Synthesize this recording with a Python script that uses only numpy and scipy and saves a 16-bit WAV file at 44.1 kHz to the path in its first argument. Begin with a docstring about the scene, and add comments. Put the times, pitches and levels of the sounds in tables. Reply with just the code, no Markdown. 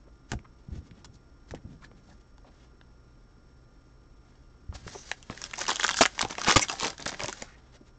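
"""Cards and foil pack at a table

Trading cards are handled close to a small desk microphone in a quiet room. A hand knocks and shifts cards on the
table top, then works cards out of a foil pack: filtered noise and slips rub, pulses ringing flaps snap, and
two loud avalanches of slips crumple the wrapper among fainter ones. Resonant noise squeaks, decaying table modes
thump, and hum, thin whines and coloured noise lie below."""
import sys
import numpy as np
from scipy import signal
from scipy.fft import rfft, irfft, next_fast_len
from scipy.io import wavfile

SR = 44100
rng = np.random.default_rng(int(sys.argv[2]) if len(sys.argv) > 2 else 0)


def pcm_store(signal):
    """Save signal as 16-bit PCM."""
    levels = np.round(np.clip(np.atleast_2d(signal), -1, 1) * 32767)
    wavfile.write(sys.argv[1], SR, levels.astype(np.int16).T)


N = 351918
TIME_S = np.arange(N) / SR

# Source levels are relative: pack, room and peak rounding come after.
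# crease snaps and card-edge clicks: (time [s], level [dB], brightness [dB], flap pitch [Hz])
SNAPS = [(0.3178, -27, 3, 1760), (0.3335, -33.5, -27, 600), (0.391, -48.5, -11, 1900),
         (0.9112, -50, -8, 2200), (1.0461, -46, 22, 940), (1.5095, -39.5, -3, 1840),
         (1.5384, -31.5, -29, 603), (1.5478, -45, -1, 1600), (1.847, -47, -10, 1600),
         (1.9148, -46.5, -19, 1120), (2.3812, -50, -4, 844), (2.813, -47.5, -13.5, 1350),
         (4.726, -45, -16, 1200), (4.8789, -35, -12, 1690), (5.1152, -22.5, -6, 1600),
         (5.1156, -24.5, -4.5, 2700), (5.2279, -41.5, 4, 2820), (5.2989, -30.5, -13, 1170),
         (5.3764, -36.5, -1, 1790), (5.4172, -32, 10, 1510), (5.4401, -25, 7, 2900),
         (5.5116, -40, 4.5, 1230), (5.535, -32, -4, 1730), (5.5389, -27, -6, 2270), (5.557, -37, 9, 3210),
         (5.5755, -43, 18, 3000), (5.583, -30.5, 3, 910), (5.5905, -29, 9, 870), (5.6065, -33, 11, 1500),
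         (5.616, -26, 10, 3240), (5.6538, -33, -0.5, 1800), (5.666, -28.5, 2, 2600),
         (5.682, -25.5, 1.5, 900), (5.690, -21.5, -0.5, 930), (5.6942, -26, 3, 1150),
         (5.7025, -24.5, -12.5, 1100), (5.7048, -22, 4.5, 1600), (5.713, -21.5, -5.5, 3350),
         (5.717, -22, -8, 980), (5.732, -32.5, 7.5, 1500), (5.7584, -21, 5.5, 3340), (5.7677, -27, 0, 3330),
         (5.796, -30, -0.5, 910), (5.7983, -20.5, -2, 1670), (5.8098, -25, -15.5, 3220),
         (5.8165, -34.5, 2.5, 3100), (5.8324, -20.5, -2.5, 1630), (5.8365, -24.5, 5, 3300),
         (5.8419, -16, 0, 3300), (5.8435, -19.5, -1, 990), (5.8472, -14, -5.5, 1400),
         (5.866, -23, 11.5, 1600), (5.8802, -20.5, 3, 3280), (5.8911, -17, -1.5, 1610),
         (5.8962, -23, 0, 1760), (5.908, -24, 1, 1100), (5.9125, -22.5, -4.5, 3350),
         (5.9432, -25, 2.5, 1600), (5.9696, -25.5, 4.5, 1640), (5.9738, -23, 5.5, 3300),
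         (5.9893, -20.5, 0.5, 1550), (6.0351, -15.5, -2, 1400), (6.0544, -14.5, -7, 1620),
         (6.0600, -15.5, 0, 1620), (6.1798, -31.5, -4.5, 950), (6.1926, -19, -1, 2000),
         (6.2098, -21, -4, 1090), (6.2146, -17.5, 11, 1400), (6.2265, -19.5, -5, 1000),
         (6.2318, -35, -16.5, 865), (6.2497, -20, -9, 783), (6.286, -40.5, 12, 3000),
         (6.298, -36.5, -9.5, 950), (6.309, -35, 11.5, 1000), (6.3255, -34.5, -3, 950),
         (6.3531, -34, -2, 1700), (6.3825, -24.5, -4.5, 743), (6.395, -36, 10.5, 1600),
         (6.4163, -24, 2.5, 1310), (6.4461, -25, 5.5, 1710), (6.462, -35.5, -6, 2250),
         (6.4655, -27, -4, 1500), (6.470, -22, -11, 1310), (6.4762, -17, -11, 950),
         (6.4832, -17.5, -10, 650), (6.4836, -16.5, -1, 2320), (6.489, -17.5, -0.5, 1250),
         (6.496, -14, -9.5, 1250), (6.5027, -17, -0.5, 1040), (6.5068, -15.5, -9, 1800),
         (6.514, -20.5, -0.5, 1200), (6.5178, -29, 12, 2400), (6.5247, -22.5, -2, 2290),
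         (6.5945, -18.5, 3.5, 970), (6.6487, -34.5, 4, 1500), (6.6847, -27, -2, 3230),
         (6.6974, -21, 1.5, 1150), (6.716, -30, 3, 1200), (6.7268, -29, 2, 806), (6.738, -40, 7, 840),
         (6.7555, -38, -10, 1600), (6.794, -39, 16, 2500), (6.7992, -25, 10, 2470), (6.809, -26, 5, 930),
         (6.826, -27, -15, 1000), (6.832, -22.5, 2, 990), (6.844, -25.5, -9, 850), (6.8471, -21.5, 2, 2400),
         (6.9035, -32.5, 18, 2800), (6.9808, -38, 9, 1680), (6.9971, -33.5, -13, 885),
         (7.025, -34.5, 16, 1900), (7.058, -31.5, 13, 2500), (7.0623, -25, -2, 1510),
         (7.0655, -24, -12, 890), (7.078, -27, 18, 3420), (7.1055, -37, 17, 2200), (7.1453, -33, -10, 1960),
         (7.1955, -31.5, -1, 2300), (7.2045, -27.5, -4, 2070), (7.2155, -31, -1, 1000),
         (7.2356, -28.5, 15, 2200), (7.2442, -27, -6, 990), (7.2589, -30, 10, 2350), (7.283, -27.5, 6, 900),
         (7.2868, -25.5, -14.5, 840), (7.2958, -29.5, -2, 880), (7.3277, -29, 4.5, 1500),
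         (7.4221, -29.5, 6.5, 1980), (7.4245, -34.5, -9, 460)]
# many creases or card edges give way together:
# (time [s], length [s], level [dB], brightness [dB], air-pocket pitch [Hz])
CRUMPLES = [(.3185, .018, -36.5, -4, 420), (1.045, .012, -47.5, 5, 950), (1.510, .008, -49, 3, 900),
            (1.548, .008, -48.5, -1, 850), (4.752, .012, -45, 5, 750), (6.0093, .0115, -11, 0, 690),
            (6.021, .008, -21, 9, 1300), (6.5597, .0105, -10.5, 0, 1200), (6.57, .009, -21, 6, 1150)]
# one push of the fingers into the foil: (time [s], length [s], level [dB], brightness [dB])
SCRUNCHES = [(4.739, 0.023, -48.5, 1.5), (4.865, 0.15, -48, 5), (5.301, 0.022, -40, -5.5),
             (5.406, 0.051, -42, 2), (5.578, 0.045, -35, 0), (5.674, 0.03, -28.5, 2),
             (5.788, 0.17, -38.5, 3), (5.956, 0.083, -31.5, 13.5), (6.182, 0.05, -39, 3),
             (6.295, 0.033, -39, -4.5), (6.37, 0.05, -42.5, -3.5), (6.472, 0.037, -23.5, 0.5),
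             (6.558, 0.084, -34.5, -2), (6.679, 0.05, -39, -0.5), (6.824, 0.05, -31, -3),
             (6.883, 0.046, -43, -4), (6.99, 0.035, -40, -5), (7.054, 0.04, -35, -1),
             (7.112, 0.034, -38.5, -6), (7.196, 0.045, -35.5, -6), (7.271, 0.014, -38, -6.5),
             (7.417, 0.018, -40, -3)]
# pack sliding between the fingers: (time [s], level before the slide gain [dB])
SLIDING = [(4.74, -62.5), (4.95, -53), (5.26, -62), (5.361, -49), (5.511, -53.5), (5.62, -41), (5.98, -43),
           (6.1, -50.5), (6.36, -50.5), (6.522, -27.5), (6.67, -56), (6.82, -36), (6.959, -59),
           (7.088, -49), (7.38, -47.5), (7.55, -65.5)]
# card or pack gliding over the table: (middle [s], half-width [s], level [dB], brightness [dB])
GLIDES = [(0.082, 0.023, -70.5, -6.5), (0.306, 0.024, -55.5, -1), (0.759, 0.059, -56, -2.5),
          (0.866, 0.038, -62, -1.5), (0.983, 0.061, -61.5, -6), (1.152, 0.022, -62, 11.5),
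          (1.493, 0.019, -58.5, 0), (1.562, 0.039, -56.5, -8.5), (1.72, 0.054, -62, -3),
          (1.843, 0.036, -55.5, -2.5), (1.976, 0.027, -62.5, -4), (2.104, 0.072, -63.5, 1.5),
          (2.21, 0.017, -64.5, -1), (2.48, 0.04, -55.5, -11.5), (2.604, 0.13, -63.5, -4),
          (4.324, 0.14, -66.5, -4), (4.756, 0.021, -48, 0.5), (4.917, 0.19, -53, -0.5),
          (5.095, 0.053, -45, 5), (7.534, 0.33, -61.5, -6), (7.752, 0.033, -54.5, -3),
          (7.877, 0.027, -61, -2)]
# a sliding surface sticks and scuffs or squeaks, or a short knock or tap rings: (time [s], length [s], pitch
# [Hz], width of the first resonance [Hz], level [dB])
SQUEAKS = [(0.068, 0.02, 297, 300, -57.5), (0.313, 0.027, 586, 450, -44.5),
           (0.444, 0.014, 1010, 496, -54.5), (0.703, 0.12, 175.9, 158, -58.5),
           (1.639, 0.031, 204, 132, -58), (1.551, 0.025, 1680, 600, -63), (1.819, 0.019, 1040, 600, -55),
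           (1.839, 0.011, 1650, 200, -51), (1.841, 0.014, 4020, 900, -59), (2.079, 0.05, 600, 500, -62.5),
           (2.11, 0.018, 1710, 120, -65), (2.444, 0.0084, 580, 400, -56.5), (4.725, 0.012, 990, 450, -54),
           (4.932, 0.09, 6030, 600, -53), (4.941, 0.014, 820, 400, -57.5), (4.943, 0.017, 436, 194, -40),
           (5.688, 0.0051, 925, 250, -26.5), (5.93, 0.0074, 3260, 255, -34.5),
           (6.023, 0.007, 4950, 700, -24.5), (6.223, 0.04, 850, 400, -44), (6.381, 0.0083, 666, 250, -36),
           (6.611, 0.02, 7340, 676, -32), (6.612, 0.022, 5980, 503, -29), (6.616, 0.016, 2220, 350, -28.5),
           (6.692, 0.012, 1120, 302, -36), (6.701, 0.022, 815, 250, -42.5), (6.726, 0.016, 660, 220, -38),
           (7.24, 0.0068, 456, 248, -37.5), (7.288, 0.0085, 720, 404, -41), (7.456, 0.051, 1330, 250, -60),
           (7.472, 0.087, 1900, 463, -62), (7.803, 0.02, 271.5, 71.4, -50.5)]
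# resonances of the cupped pack: (mean pitch [Hz], width [Hz], level [dB])
PACK = [(580, 36, -14), (775, 12, -4), (943, 7.3, -11.5), (1110, 8.3, -8), (1338, 34, -11.5),
        (1620, 59, -9), (2155, 37, -6.5), (2730, 31, -14), (3340, 22, -8), (4805, 39, -0.5), (5140, 55, -6),
        (5600, 45, -4), (5980, 46, -13)]
# soft blows, on the table top or on the held pack: (time [s], level [dB], contact pitch [Hz])
THUMPS = [(0.32, -27.5, 322), (0.335, -29.5, 238), (0.351, -30.5, 64), (0.686, -34.5, 142),
          (0.718, -29.5, 71), (0.765, -37, 134), (0.783, -34, 78.5), (0.915, -44, 171), (1.096, -44, 111),
          (1.516, -37, 90), (1.538, -43, 460), (1.545, -33.5, 225), (1.65, -36, 89), (4.691, -28.5, 78),
          (4.748, -37, 60), (4.866, -36, 375), (5.3, -31.5, 220), (6.01, -23, 248), (6.233, -32, 243),
          (6.251, -32.5, 254), (6.482, -23, 201), (6.83, -37.5, 197), (6.563, -18, 115),
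          (6.566, -16.5, 257), (7.061, -34.5, 184), (7.239, -34.5, 123), (7.423, -36.5, 232)]
# a hand leans on the table or drags over it: (time [s], length [s], level [dB])
SHOVES = [(0.316, 0.033, -37), (0.699, 0.068, -43.5), (0.826, 0.32, -57.5), (1.502, 0.061, -46),
          (1.633, 0.11, -48), (1.81, 0.33, -59.5), (4.684, 0.058, -52.5), (4.816, 0.12, -56.5)]
# table-top modes: (pitch [Hz], nominal level [dB], decay by 60 dB [s])
TABLE = [(60, -10.5, 0.059), (115, -3.5, 0.087), (169.6, -4.5, 0.059), (227, -14.5, 0.034)]
# colour of a crease: (frequency [Hz], density [dB])
CREASE = [(120, -4.5), (300, 1.5), (600, 2.5), (900, 1.5), (1500, 0), (2500, -3), (4000, -4), (6000, -2),
          (7300, -3), (8300, -17.5), (9200, -33.5)]
# colour of sliding: (frequency [Hz], density [dB])
SLIDE = [(120, 0), (300, 1.5), (600, -1), (1000, 0), (1700, 4), (2700, -1.5), (4200, 3), (6000, 4.5),
         (7300, 0.5), (8300, -11), (9200, -36.5)]
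# colour of room and microphone noise: (frequency [Hz], relative density [dB])
FLOOR = [(15, -20), (24, -5), (65, -4.5), (90, -18.5), (123, -16), (205, -19.5), (285, -18), (647, -30),
         (1300, -33.5), (3970, -53.5), (5400, -53.5), (7900, -57), (8500, -74), (9200, -87), (11000, -100)]
# hum and electrical whines: (pitch [Hz], level [dB], pitch-wander setting [Hz])
HUM = [(123, -65.5, 1.9), (1200, -78.5, 4.1), (1400, -76.5, 1.7), (5474, -79.5, 25)]

FLOOR_DB = -55.45
BUZZ_HZ, BUZZ_PER_S, BUZZ_DB = 7990, 30, -93.5
STOPBAND_EDGE_HZ = 9600
BODY_HZ, FLAP_HZ, EDGE_HZ, TOP_HZ = 150, 900, 3500, 10000  # register limits
REGISTER_BANDS_HZ = [(BODY_HZ, FLAP_HZ), (FLAP_HZ, EDGE_HZ), (EDGE_HZ, TOP_HZ)]
REGISTER_FILTERS = [signal.butter(3, band, "band", fs=SR, output="sos") for band in REGISTER_BANDS_HZ]
# (body, edge) against the flaps at zero brightness; snaps lose more body as pitch rises
SNAP_BALANCE_DB, CRUMPLE_BALANCE_DB, RUB_BALANCE_DB = (-13, -4.5), (-2.3, -3), (-4, 0)
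BODY_LOSS_DB_PER_OCTAVE = 9
# rate is per unit of buckling, which reaches 0.5 at most
SMALL_SNAPS_PER_S_PER_BUCKLING, SMALL_SNAP_ABOVE_RUB_DB, SMALL_SNAP_MEDIAN_HZ = 150, 0.5, 1600
SCRUNCH_ATTACK_S, SCRUNCH_SAG_DB_PER_S, SCRUNCH_RELEASE_S = 0.0042, 30.5, 0.016
GRIP_CHANGES_PER_S, GRIP_SHIFT_OCTAVES = 6, 0.025


def snaps(rows, flutter=0.38, flutter_s=0.0012, body_hz=420, body_width_hz=300, body_ring=1.3,
          flap_damping=0.3, broad=0.21, overtone_db=-11.5, edge_width_hz=600, edge_ring=0.98):
    """A crease flips with a pulse and short flutter; card stack, flap and ridge ring, low flaps longest."""
    out, t = np.zeros(N), np.arange(1024) / SR
    reference = np.sqrt(.003 * SR / len(t))  # level refers to 3 ms of sound
    ridges_hz = rng.uniform(3800, 7200, len(rows))
    overtones = rng.uniform(1.6, 2.6, len(rows))
    noises = rng.standard_normal((len(rows), len(t)))
    for (s, db, bright_db, hz), ridge_hz, overtone, noise in zip(rows, ridges_hz, overtones, noises):
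        pulse = flutter * noise * np.exp(-t / flutter_s)
        pulse[0] = 2 * np.sign(noise[0])
        pulse = coloured(pulse, CREASE)
        width_hz = flap_damping * hz
        body, flap, edge = registers(pulse)
        body = body + body_ring * resonance(body, body_hz, body_width_hz)
        ring = resonance(resonance(pulse, hz, width_hz), hz, hz)
        flap = broad * flap + ring + from_db(overtone_db) * resonance(flap, overtone * hz, width_hz)
        edge = edge + edge_ring * resonance(edge, ridge_hz, edge_width_hz)
        body_db = SNAP_BALANCE_DB[0] - BODY_LOSS_DB_PER_OCTAVE * np.log2(hz / FLAP_HZ)
        gains = register_gains(db, bright_db, (body_db, SNAP_BALANCE_DB[1]))
        sound = sum(gain * rms_one(part) for gain, part in zip(gains, (body, flap, edge)))
        add(out, s - .0002, reference * sound)
    return out


def small_snaps(work, spread_db=3.0, bright_db=5.5, bright_spread_db=8.0, spread_octaves=0.91):
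    """Random rows of lesser snaps: harder pressing brings more and louder ones, a light slide almost none."""
    tries = 2000
    moments, chances = rng.random((tries, 2)).T
    at = (moments * N).astype(int)
    giving = buckling(work[:, at], threshold_db=-44.0, softness_db=1.5)
    happens = chances < SMALL_SNAPS_PER_S_PER_BUCKLING * N / SR / tries * giving
    rub_db = 20 * np.log10(np.linalg.norm(work[:, at], axis=0))
    loud, bright, pitch = np.clip(rng.standard_normal((tries, 3)), -2, 2).T
    level_db = rub_db + SMALL_SNAP_ABOVE_RUB_DB + spread_db * loud
    flap_hz = SMALL_SNAP_MEDIAN_HZ * 2 ** (spread_octaves * pitch)
    return np.column_stack([at / SR, level_db, bright_db + bright_spread_db * bright, flap_hz])[happens]


def crumples(per_s=6000, fall_s=0.0024, pop_s=0.0038, pop_db=5.5):
    """The air in the wrapper pops, and the big crease sets off an avalanche of others."""
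    out, t = np.zeros(N), np.arange(2048) / SR
    for s, length_s, db, bright_db, hz in CRUMPLES:
        burst = slips(len(t), per_s, spread_db=1) * gate(t, length_s, .0001, fall_s)
        burst[0] = .3 * np.linalg.norm(burst)  # the big crease
        gains = register_gains(db, bright_db, CRUMPLE_BALANCE_DB)
        parts = registers(coloured(burst, CREASE))
        avalanche = sum(gain * rms_one(part) for gain, part in zip(gains, parts))
        add(out, s, np.sqrt(length_s * SR / len(t)) * avalanche)
        add(out, s, from_db(db + pop_db) * np.sin(2 * np.pi * hz * t) * np.exp(-t / pop_s))
    return out


def rubbing(work, per_s=800, tick_per_s=110, ticks=0.85, facet_width_hz=260, grain=0.97, judder_per_s=160):
    """A light slide hisses; pressed harder the foil buckles: slips ring small facets, wrinkles tick."""
    facets_hz = np.geomspace(450, 7500, 24)
    clicks = slips(N, per_s, spread_db=3.5)
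    dealt = rng.integers(0, len(facets_hz), N)  # each slip strikes one facet
    facets = sum(resonance(clicks * (dealt == k), hz, facet_width_hz) * np.sqrt(hz)
                 for k, hz in enumerate(facets_hz))
    wrinkles = slips(N, tick_per_s, spread_db=-2.0)
    grains = rms_one(1.8 * rms_one(clicks) + rms_one(facets) + ticks * rms_one(wrinkles))
    pressure = buckling(work, threshold_db=-50.0)
    share = np.clip(grain * pressure, 0, 1)
    friction = np.sqrt(share) * grains + np.sqrt(1 - share) * rng.standard_normal(N)
    judder_db = (2.0 + 1.5 * pressure) * unsteady(judder_per_s)
    friction = coloured(friction * from_db(judder_db), SLIDE)
    return sum(strength * rms_one(part) for strength, part in zip(work, registers(friction)))


def finger_work(slide_gain_db=0.5, slide_bright_db=0.0, rest_db=-72.5):
    """Friction strength in body, flaps and edges: a lasting slide, with the power of glides and scrunches added."""
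    s, db = np.transpose(SLIDING)
    slide = from_db(np.interp(TIME_S, s, db + slide_gain_db, left=rest_db, right=rest_db))
    power = np.outer(register_gains(0, slide_bright_db, RUB_BALANCE_DB), slide) ** 2
    t = np.arange(SR // 2) / SR
    middle = t.mean()
    moves = []
    for s, half_width_s, db, bright_db in GLIDES:
        swell = np.exp(-2 * ((t - middle) / half_width_s) ** 2)
        moves.append((s - middle, swell, db, bright_db))
    for s, length_s, db, bright_db in SCRUNCHES:
        push = gate(t, length_s, SCRUNCH_ATTACK_S, SCRUNCH_RELEASE_S) * from_db(-SCRUNCH_SAG_DB_PER_S * t)
        moves.append((s, push, db, bright_db))
    for s, envelope, db, bright_db in moves:
        for register, gain in zip(power, register_gains(db, bright_db, RUB_BALANCE_DB)):
            add(register, s, (gain * envelope) ** 2)
    return np.sqrt(power)


def buckling(work, threshold_db, softness_db=1.0):
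    """How far the foil gives under the fingers: 0 to 0.5, a third at the threshold."""
    return 1 / (2 + np.exp((threshold_db - 20 * np.log10(work[1])) / softness_db))


def cupped_pack(x, level_db=-2.5):
    """The pack held between the hands favours a few pitches, which shift as it bends."""
    rings = np.zeros(N)
    for hz, width_hz, db in PACK:
        moving_hz = hz * 2 ** (GRIP_SHIFT_OCTAVES * unsteady(GRIP_CHANGES_PER_S))
        rings += from_db(db) * wandering_resonance(x, moving_hz, width_hz)
    return from_db(level_db) * (x + rings)


def squeaks(rise_share=0.089, fall_share=0.089):
    """Friction briefly feeds a narrow resonance; longer scuffs swell and fade more gently."""
    out, t = np.zeros(N), np.arange(SR // 5) / SR
    for s, length_s, hz, width_hz, db in SQUEAKS:
        envelope = gate(t, length_s, rise_share * length_s, fall_share * length_s)
        friction = rng.standard_normal(len(t)) * envelope
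        tone = resonance(resonance(friction, hz, width_hz), hz, 2 * width_hz)
        add(out, s, from_db(db) * rms_one(tone) * np.sqrt(length_s * SR / len(t)))
    return out


def thumps(cycles=0.97):
    """A soft contact swings about once; the low modes of the table ring on."""
    out, t = np.zeros(N), np.arange(SR // 4) / SR
    for (s, db, hz), luck in zip(THUMPS, rng.standard_normal((len(THUMPS), len(TABLE)))):
        age = 2 * t * hz / cycles
        push = -np.sin(2 * np.pi * hz * t) * age * np.exp(1 - age)
        ring = np.zeros(len(t))
        for (mode_hz, mode_db, t60_s), own in zip(TABLE, luck):
            decay = from_db(mode_db + 2 * own - 60 * t / t60_s)
            ring += decay * np.sin(2 * np.pi * mode_hz * t) / (1 + (mode_hz / hz) ** 2)
        add(out, s, from_db(db) * (push - ring))
    return out


def rumble(work, shove_rise_s=0.012, shove_fall_s=0.033, skin_cut_hz=220, handling_db=-59.5, full_push_db=-53.5):
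    """Shoves stir the low modes of the table; finger work reaches them faintly through the arms."""
    jostle, t = rng.standard_normal(N), np.arange(SR // 2) / SR
    jostle = signal.sosfilt(signal.butter(2, skin_cut_hz, fs=SR, output="sos"), jostle)
    modes = sum(from_db(db) * resonance(jostle, hz, 6 / t60_s) for hz, db, t60_s in TABLE)
    strength = from_db(handling_db + np.minimum(20 * np.log10(work[0]) - full_push_db, 0))
    for s, length_s, db in SHOVES:
        add(strength, s, from_db(db) * gate(t, length_s, shove_rise_s, shove_fall_s))
    return strength * rms_one(modes)


def room(x, near_db=-12.0, near_s=0.0071, far_db=-19.5, t60_s=0.12, moves_per_s=4):
    """Dense reflections from table and boxes, then a faint tail; the pattern changes as the hands move."""
    t, out = np.arange(SR // 3) / SR, x
    place = np.pi * unsteady(moves_per_s)
    for share in (np.cos(place), np.sin(place)):  # blend two echo patterns
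        near = rng.standard_normal(len(t)) * np.exp(-t / near_s) * (t > .002)
        far = rng.standard_normal(len(t)) * np.exp(-np.log(1000) * t / t60_s) * (t > .009)
        echoes = (from_db(near_db) * rms_one(near) + from_db(far_db) * rms_one(far)) / np.sqrt(len(t))
        out = out + signal.fftconvolve(share * x, echoes)[:N]
    return out


def background():
    """Low room noise, a faint pulsing tone, hum and thin whines whose phase drifts at random."""
    out = from_db(FLOOR_DB) * rms_one(coloured(rng.standard_normal(N), FLOOR))
    pulsing = np.maximum(np.sin(2 * np.pi * BUZZ_PER_S * TIME_S), 0)
    out = out + from_db(BUZZ_DB) * rms_one(pulsing * np.sin(2 * np.pi * BUZZ_HZ * TIME_S))
    for hz, db, wander_hz in HUM:
        wander = np.cumsum(rng.standard_normal(N)) * np.sqrt(np.pi * wander_hz / SR)
        tone = np.sin(2 * np.pi * hz * TIME_S + wander)
        out = out + from_db(db) * rms_one(resonance(tone, hz, 10 + 2 * wander_hz))
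    return out


def from_db(db):
    """Decibels to gain."""
    return 10 ** (np.asarray(db) / 20)


def rms_one(x):
    """Scale to unit power."""
    return x / np.sqrt(np.mean(x ** 2) + 1e-20)


def add(out, s, sound):
    """Mix a sound in at time s."""
    at = max(round(s * SR), 0)
    out[at:at + len(sound)] += sound[:max(N - at, 0)]


def coloured(x, spectrum):
    """Give a signal a spectrum with a causal (minimum-phase) filter."""
    size = 2 * next_fast_len(len(x))
    hz, db = np.transpose(spectrum)
    grid_hz = np.maximum(np.arange(size // 2 + 1) * SR / size, 1)
    cepstrum = irfft(np.log(from_db(np.interp(np.log(grid_hz), np.log(hz), db))))
    cepstrum[1:size // 2] *= 2  # fold onto positive time
    cepstrum[size // 2 + 1:] = 0
    return irfft(rfft(x, size) * np.exp(rfft(cepstrum)))[:len(x)]


def registers(x):
    """Split into the dull body of the pack, its flexing flaps and the sharp crease edges."""
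    return [signal.sosfilt(sos, x + 1e-18) for sos in REGISTER_FILTERS]


def register_gains(db, bright_db, balance_db):
    """Share a level among body, flaps and edges; brightness tips it from the body towards the edges."""
    shares = from_db([balance_db[0] - bright_db, 0, balance_db[1] + bright_db])
    return from_db(db) * shares / np.linalg.norm(shares)


def resonance(x, hz, width_hz):
    """Two-pole resonance with gain about 1 on top."""
    r = np.exp(-np.pi * width_hz / SR)
    feed = np.array([1, 0, -1]) * (1 - r * r) / 2
    return signal.lfilter(feed, [1, -2 * r * np.cos(2 * np.pi * hz / SR), r * r], x + 1e-18)


def wandering_resonance(x, hz, width_hz):
    """Resonance with gain about 1 on top whose centre follows the curve hz: shift down, smooth, shift back."""
    turn = np.exp(2j * np.pi * np.cumsum(hz) / SR)
    r = np.exp(-np.pi * width_hz / SR)
    return 2 * np.real(turn * signal.lfilter([1 - r], [1, -r], x / turn + 1e-18))


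def slips(size, per_s, spread_db):
    """Random tiny slips of either sign; strength in dB spreads exponentially up or down from 0 by spread_db."""
    strength = from_db(spread_db * np.minimum(rng.exponential(1, size), 4))
    return (rng.random(size) < per_s / SR) * strength * rng.choice([-1, 1], size)


def gate(t, length_s, rise_s, fall_s):
    """Quick rise, hold, exponential fall."""
    return (1 - np.exp(-t / rise_s)) * np.exp(-np.maximum(t - length_s, 0) / fall_s)


def unsteady(per_s):
    """Random curve of rms 1 with per_s new targets a second, joined by straight lines."""
    knots = rng.standard_normal(4096)
    return rms_one(np.interp(TIME_S * per_s, np.arange(len(knots)), knots))


def scene():
    """Wrapper and cards sound through the room; the table carries its thumps straight to the microphone."""
    work = finger_work()
    crackle = snaps(small_snaps(work), flap_damping=0.16, edge_ring=3.0)
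    wrapper = cupped_pack(snaps(SNAPS) + crumples() + rubbing(work) + crackle) + squeaks()
    return (room(wrapper) + thumps() + rumble(work) + background())[None]


def record(dry):
    """The loudest peaks are rounded and the top is cut."""
    ceiling = .62
    rounded = ceiling * np.tanh(dry / ceiling)
    return signal.sosfilt(signal.cheby2(14, 50, STOPBAND_EDGE_HZ, fs=SR, output="sos"), rounded)


dry = scene()
out = record(dry)
pcm_store(out)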